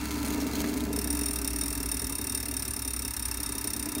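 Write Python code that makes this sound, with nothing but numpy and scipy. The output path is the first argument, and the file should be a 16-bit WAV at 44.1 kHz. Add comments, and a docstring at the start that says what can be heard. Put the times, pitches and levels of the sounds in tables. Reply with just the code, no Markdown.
"""A small room with an indoor bike trainer in the corner, heard from about a metre.
The chain rattles while the rider pedals. Then the pedals stop, and the freewheel's pawls (small
catches) tick over its teeth, making the sprockets ring. All along, the heavy flywheel slowly
runs down, humming and knocking in the frame about once a turn."""
import sys
import numpy as np
from scipy import signal
from scipy.fft import rfft, irfft
from scipy.io import wavfile

SR = 44100
rng = np.random.default_rng(int(sys.argv[2]) if len(sys.argv) > 2 else 0)


def put_to_file(sound):
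    """Save the sound as 16-bit audio at rate SR, in the file named by the first command-line argument."""
    columns = np.atleast_2d(sound).T  # one column per channel
    safe = np.clip(columns, -1, 1)
    whole_steps = np.round(safe * 32767)
    wavfile.write(sys.argv[1], SR, whole_steps.astype(np.int16))


N = 176400
T = np.arange(N) / SR

# knocks of the turning flywheel: start_s, level_db
FLYWHEEL_KNOCKS = [(0.023, -31), (0.094, -28), (0.168, -29), (0.241, -24), (0.272, -26), (0.314, -22),
                   (0.347, -26), (0.385, -23), (0.424, -26), (0.46, -24), (0.494, -24), (0.536, -24),
                   (0.574, -27), (0.609, -22), (0.642, -19), (0.685, -24), (0.716, -23), (0.757, -28),
                   (0.832, -25), (0.867, -23), (0.905, -21), (0.939, -24), (0.978, -24), (1.059, -25),
                   (1.137, -27), (1.217, -25), (1.297, -29), (1.378, -29), (1.459, -32), (1.543, -31),
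                   (1.63, -28), (1.715, -29), (1.802, -29), (1.842, -30), (1.931, -29), (2.02, -27),
                   (2.111, -30), (2.194, -28), (2.25, -32), (2.342, -30), (2.434, -32), (2.474, -33),
                   (2.528, -31), (2.619, -37), (2.666, -33), (2.761, -35), (2.853, -32), (2.954, -37),
                   (3.004, -35), (3.046, -35), (3.203, -37), (3.293, -36), (3.393, -33), (3.493, -35),
                   (3.549, -31), (3.651, -29), (3.756, -28), (3.863, -25), (3.967, -26)]
# the dull tone of the housing when it is struck: pitch_hz, gain_db
HOUSING_TONE = [(500, -34.5), (930, 1.5), (1100, 3.5), (1300, 6), (1480, -6.5), (1720, 5.5), (2000, 3.5),
                (2650, 2), (3000, -7.5), (4500, -7), (7000, -18.5)]


def undb(db):
    """Turn decibels into a number to multiply by."""
    return 10 ** (np.asarray(db) / 20)


def unit(x):
    """Scale a sound to an average strength (rms) of 1."""
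    return x / np.sqrt(np.mean(x ** 2))


def curve(rows):
    """Join (time_s, value) rows by straight lines."""
    return np.interp(T, *np.array(rows).T)


def noise():
    """An even hiss: white noise."""
    return rng.standard_normal(N)


def response(hz, rows):
    """Look up the gain at given pitches in a (pitch_hz, gain_db) table."""
    pitch_hz, gain_db = np.array(rows).T
    return undb(np.interp(np.log(hz + 1), np.log(pitch_hz), gain_db))


def ring(x, tail):
    """Make every sample of x set off a copy of the tail."""
    return signal.fftconvolve(x, tail)[:N]


def colour(x, rows, size=4096):
    """Filter a sound to the tone of a (pitch_hz, gain_db) table."""
    gains = response(np.arange(size // 2 + 1) * SR / size, rows)
    cepstrum = irfft(np.log(gains))
    # this fold makes the filter ring only after a hit, never before it
    cepstrum[1:size // 2] *= 2
    cepstrum[size // 2 + 1:] = 0
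    return ring(x, irfft(np.exp(rfft(cepstrum))))


def taps(times, sizes):
    """One sharp spike at each time."""
    samples = np.clip(np.asarray(times) * SR, 0, N).astype(int)
    return np.bincount(samples, sizes, N + 1)[:N]


def fade(x, decay_s):
    """Give every spike a tail that dies away."""
    return signal.lfilter([1], [1, -np.exp(-1 / (decay_s * SR))], x)


def modes(rows):
    """The notes of a struck object; each falls by 60 dB in its ring_s."""
    t = T[:SR // 2]
    return sum(undb(db) * np.sin(2 * np.pi * hz * t) * np.exp(-np.log(1000) * t / ring_s)
               for hz, db, ring_s in rows)


def room(x, first_echo_s=.0022, ring_s=.093, echo_db=-14.5):
    """The walls add a short wash of echoes."""
    t = T[:SR // 2]
    tail = rng.standard_normal(len(t)) * np.exp(-np.log(1000) * t / ring_s) * (t > first_echo_s)
    return x + undb(echo_db) * ring(x, tail / np.sqrt(np.sum(tail ** 2)))


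def cover(x, ring_db=-3):
    """The plastic cover rings along with sound that passes through it."""
    # notes of the cover: pitch_hz, level_db, ring_s
    cover_notes = [(886, -15, 0.3), (934, 10, 0.033), (1008, -6.5, 0.34), (1265, -2.5, 0.027),
                   (1364.6, -5, 0.16), (1542, -5, 0.19), (1705, -6, 0.11), (1799, 6.5, 0.027),
                   (2056, -3, 0.084), (2213, 0, 0.075), (2750, 17.5, 0.02)]
    ringing = unit(ring(x, modes(cover_notes)))
    return unit(unit(x) + undb(ring_db) * ringing)


def floor_boom(level_db=-46.5):
    """The floor under the trainer shakes faintly and unevenly."""
    # tone of the floor: pitch_hz, gain_db
    floor_tone = [(20, -59), (32, -27), (43, -40), (52, -12), (62, 10.5), (73, -26.5), (85, -6.5),
                  (106, -13), (125, -17.5), (200, -36)]
    return unit(colour(noise(), floor_tone)) * undb(level_db)


def belt_whirr(gain_db=-3.5):
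    """The belt and moving air hiss through the cover."""
    # tone of the whirr: pitch_hz, gain_db
    whirr_tone = [(150, -3), (300, -38), (520, -13.5), (700, -37), (820, -10), (950, -1), (1100, -4),
                  (1340, -1), (1470, -5), (1700, -6), (1950, -4), (2250, -4), (2650, -10.5), (2900, -11),
                  (4300, -7.5), (7000, -11), (16000, -20.5)]
    # its rise and fall: time_s, level_db
    whirr_levels = [(0.0, -38), (0.52, -38), (0.92, -42), (3.12, -47), (3.34, -43), (4.0, -43)]
    return cover(colour(noise(), whirr_tone)) * undb(curve(whirr_levels) + gain_db)


def shaft_hum(speed, turns, fifth_boost_db=7, gain_db=-.5):
    """The shaft hums at multiples of its turning rate: the fifth leads, then the sixth as it slows."""
    # how well frame and floor carry each pitch: pitch_hz, gain_db
    hum_tone = [(30, -30), (42, -8), (52, -22.5), (60, 8.5), (67, 5), (76, -6), (88, -23), (107, 1.5),
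                (125, -17.5), (160, -8)]
    # rise and fall of the hum: time_s, level_db
    hum_levels = [(0.0, -39.5), (0.62, -38.5), (0.69, -43.5), (0.9, -36), (1.84, -37), (1.86, -42),
                  (2.1, -37.5), (2.13, -42.5), (3.04, -40.5), (3.84, -44.5), (3.95, -48), (4.0, -36)]
    multiples = np.arange(3, 14)
    gains = [response(k * speed, hum_tone) * undb(fifth_boost_db * (k == 5)) for k in multiples]
    hum = sum(g * np.sin(2 * np.pi * (k * turns + rng.random())) for k, g in zip(multiples, gains))
    strength = np.sqrt(sum(g ** 2 for g in gains) / 2)
    return hum / strength * undb(curve(hum_levels) + gain_db)


def surge(depth=.3, rise_s=.0061, decay_s=.03):
    """A gain that swells at each knock and sinks between them."""
    times = np.array(FLYWHEEL_KNOCKS)[:, 0]
    swell = fade(fade(taps(times, np.ones(len(times))), rise_s), decay_s)
    return unit(1 - depth + depth * unit(swell))


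def bearing_rumble(turns, repeat_share=.6, gain_db=.5):
    """Belt and bearings rumble, partly from bumps that come round again every turn."""
    # tone of the rumble: pitch_hz, gain_db
    rumble_tone = [(40, -79), (90, -42), (150, -25), (200, -13), (235, -7.5), (258, -4), (280, -1),
                   (297, 4), (320, -20), (360, -17), (405, -10.5), (470, -31.5), (520, -27.5), (630, -21),
                   (800, -29), (1500, -61.5)]
    # its rise and fall: time_s, level_db
    rumble_levels = [(0, -37.5), (.3, -34.5), (.9, -33.5), (1.3, -37.5), (1.6, -39.5), (2.3, -41),
                     (2.8, -43.5), (3.25, -45), (4, -38)]
    bumps = rng.standard_normal(256)
    track = np.interp(turns % 1, np.arange(len(bumps)) / len(bumps), bumps)
    repeating = np.sqrt(repeat_share) * unit(colour(track, rumble_tone))
    fresh = np.sqrt(1 - repeat_share) * unit(colour(noise(), rumble_tone))
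    return (repeating + fresh) * surge() * undb(curve(rumble_levels) + gain_db)


def flywheel():
    """The slowing wheel hums, rumbles and whirrs."""
    # speed of the wheel: time_s, turns_per_s
    wheel_speeds = [(0, 13.65), (.75, 13.55), (1.0, 13.05), (1.3, 12.3), (1.8, 11.4), (2.4, 10.75),
                    (3.0, 10.25), (3.7, 9.65), (4, 9.4)]
    speed = curve(wheel_speeds)
    turns = np.cumsum(speed) / SR
    return shaft_hum(speed, turns) + bearing_rumble(turns) + belt_whirr()


def frame_knocks(gain_db=-9.5, rattle_size=.023, rattle_s=.0061, low_cut_hz=170):
    """Each knock, with a short rattle after it, rings the frame."""
    # notes of the frame: pitch_hz, level_db, ring_s
    frame_notes = [(235, -13, .1), (268, -4, .11), (296, 0, .14), (385, -11, .06), (408, -3, .1),
                   (445, -12, .05), (560, -19, .04), (630, -12, .07), (776, -15, .07), (988, -20, .07)]
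    times, level_db = np.array(FLYWHEEL_KNOCKS).T
    blows = taps(times, undb(level_db + gain_db))
    rattle = rattle_size * fade(blows, rattle_s) * noise()
    frame = ring(blows + rattle, modes(frame_notes))
    return signal.sosfilt(signal.butter(2, low_cut_hz, "high", fs=SR, output="sos"), frame)


def chain_clatter(peak_s=.645, width_s=.006, level_db=-35.5):
    """The chain gives one short, dull clatter."""
    burst = np.exp(-.5 * ((T - peak_s) / width_s) ** 2)
    return unit(colour(noise(), HOUSING_TONE)) * undb(level_db) * burst


def chain_chinks():
    """Loose links give short metal pings."""
    # the pings: start_s, level_db, pitch_hz, ring_s
    pings = [(.262, -33, 9380, 0.04), (.283, -33, 9380, 0.038), (.405, -36, 5600, 0.082),
             (.533, -36, 4126, 0.063), (0.551, -38, 4126, 0.15), (0.774, -31, 9380, 0.043)]
    return sum(ring(taps([at], [1.]), modes([(hz, db, ring_s)])) for at, db, hz, ring_s in pings)


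def chain_rattle(rollers_per_s=260, scatter_db=5, snap_db=-6.5):
    """The pulled chain's rollers patter onto the teeth; a few links snap louder."""
    # rise and fall of the patter: time_s, level_db
    patter_levels = [(0, -38), (.17, -42), (.28, -41.5), (.45, -42), (.62, -37.5), (.72, -42), (.84, -38),
                     (.89, -53), (.93, -62), (1.0, -100)]
    # tone of the chain: pitch_hz, gain_db
    chain_tone = [(880, -16), (1500, -3), (1700, -18), (2200, 1), (2720, -14), (3180, -4), (3760, -6.5),
                  (4180, 0.5), (4710, -4), (5090, -9.5), (6690, -1.5), (7450, -9.5), (8790, -5),
                  (9510, -2.5), (10200, -11), (11100, -8), (15500, -6)]
    # the loudest links: start_s, level_db
    loud_links = [(0.0578, -34), (0.125, -26), (0.185, -30), (0.2292, -22), (0.282, -25), (0.2997, -38),
                  (0.3301, -27), (0.467, -27), (0.5536, -20), (0.604, -20), (0.7382, -25), (0.806, -22),
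                  (0.8295, -38), (0.852, -26)]
    hits = (rng.random(N) < rollers_per_s / SR) * undb(scatter_db * np.clip(noise(), -2, 2))
    patter = unit(np.sqrt(fade(hits ** 2, decay_s=.0019))) * undb(curve(patter_levels))
    times, level_db = np.array(loud_links).T
    snaps = fade(taps(times, undb(level_db + snap_db)), decay_s=.003)
    return unit(colour(noise(), chain_tone)) * np.hypot(patter, snaps)


def pawl_crack(blows, rise_s, decay_s=.0044, repeat_share=.24):
    """A landing pawl makes a bright crack, partly the same each time and partly new."""
    # tone of the crack: pitch_hz, gain_db
    crack_tone = [(2000, -35), (3300, -18), (4200, -9), (5000, -7), (5550, 4), (6200, -7), (7300, -8),
                  (8200, -3), (9200, 3), (9850, 4), (10400, -5), (11500, -4), (12600, -4), (13900, 0),
                  (14900, -4), (16000, -8)]
    t = T[:SR // 10]
    burst = rng.choice([-1., 1.], len(t)) * np.exp(-t / decay_s) * (1 - np.exp(-t / rise_s))
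    repeating = np.sqrt(repeat_share) * unit(ring(blows, burst))
    energy = fade(fade(blows ** 2, rise_s), decay_s / 2)
    fresh = np.sqrt(1 - repeat_share) * unit(np.sqrt(energy) * np.sign(noise()))
    return unit(colour(repeating + fresh, crack_tone))


def sprocket_ring(pawls, force, scatter_db=1.3):
    """The pawls ring the sprockets, with a different mix of notes at every tooth."""
    # notes of the sprockets: pitch_hz, level_db, ring_s
    sprocket_notes = [(3714, -20, .19), (5368, -14, .04), (5466, -13, .08), (5590, -11, .03),
                      (5720, -14, .03), (8755, -16, .04), (9141, 0, .068), (12122, -23, .1),
                      (12822, -20, .06), (13775, -13, .08), (14675, -24, .1)]
    mixes = force * undb(scatter_db * rng.standard_normal((len(force), len(sprocket_notes))).T)
    ringing = np.zeros(N)
    for note, mix in zip(sprocket_notes, mixes):
        blows = sum(taps(times, sizes * mix) for times, sizes in pawls)
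        ringing += ring(blows, modes([note]))
    return unit(ringing)


def housing_thud(blows, rise_s=.004):
    """Each click also shakes the housing, a duller sound heard through the cover."""
    swell = fade(fade(blows, rise_s), rise_s)
    return cover(colour(swell * noise(), HOUSING_TONE))


def freewheel(coast_s=.929, rise_s=.00018, gap_s=.0022, jitter_s=.0002, second_db=1.5, scatter_db=.2):
    """Once the pedals stop, two pawls drop off each tooth, one just after the other."""
    # tick rate, swinging as the pedals rock to rest, then following the wheel: time_s, teeth_per_s
    tooth_rates = [(0.929, 27.81), (0.99, 40.01), (1.075, 30.17), (1.15, 49.45), (1.2, 47.48),
                   (1.25, 40.19), (1.33, 40.43), (1.42, 32.34), (1.56, 37.12), (1.68, 45.28), (1.86, 33.59),
                   (2.02, 41.51), (2.17, 31.92), (2.3, 38.74), (2.45, 36.2), (2.75, 35.39), (3.3, 33.9),
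                   (4.0, 31.87)]
    # where the pawls drop hardest: time_s, extra_db
    hard_drops = [(.961, 2), (.988, 1.5), (1.103, 2.5), (1.259, 2), (1.358, 2), (1.446, 2), (1.476, 3),
                  (1.611, 3), (1.915, 2.5), (2.348, 3), (2.567, 2), (2.623, 1.5), (2.877, 1.5),
                  (3.049, 1.5), (3.166, 1.5), (3.253, 2), (3.312, 2), (3.431, 1.5), (3.581, 2),
                  (3.642, 1.5), (3.672, 1.5), (3.733, 2), (3.95, 1.5)]
    # loudness of the ticking: time_s, level_db
    tick_levels = [(.93, -38.5), (1.1, -38), (1.25, -37.5), (1.6, -38), (2.1, -37.5), (2.7, -38),
                   (3.2, -38), (4, -38)]
    teeth_passed = np.cumsum(curve(tooth_rates) * (T >= coast_s)) / SR
    teeth = np.arange(int(teeth_passed[-1]) + 1)
    times = T[np.searchsorted(teeth_passed, teeth, side="right")] - rise_s
    hard_teeth = [np.argmin(abs(times - at)) for at, _ in hard_drops]
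    force = undb(np.bincount(hard_teeth, [db for _, db in hard_drops], len(times)))
    first_luck, second_luck, lag = rng.uniform(-1.2, 1, (len(times), 3)).T * np.sqrt(3)
    first_pawl = (times, force * undb(scatter_db * first_luck))
    second_pawl = (times + gap_s + jitter_s * lag, force * undb(second_db + scatter_db * second_luck))
    blows = taps(*first_pawl) + taps(*second_pawl)
    crack = pawl_crack(blows, rise_s)
    sprockets = undb(-1.5) * sprocket_ring([first_pawl, second_pawl], force)
    housing = undb(-11.5) * housing_thud(blows)
    return (crack + sprockets + housing) * undb(curve(tick_levels))


def scene():
    """The flywheel runs throughout; over it comes first the chain, then the freewheel."""
    background = flywheel() + floor_boom() + frame_knocks()
    chain = chain_clatter() + chain_chinks() + chain_rattle()
    return (background + room(chain + freewheel()))[None]


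def record(dry, top_hz=15720):
    """Cut away the very highest treble."""
    return signal.sosfilt(signal.ellip(10, .2, 70, top_hz, fs=SR, output="sos"), dry)


dry = scene()
out = record(dry)
put_to_file(out)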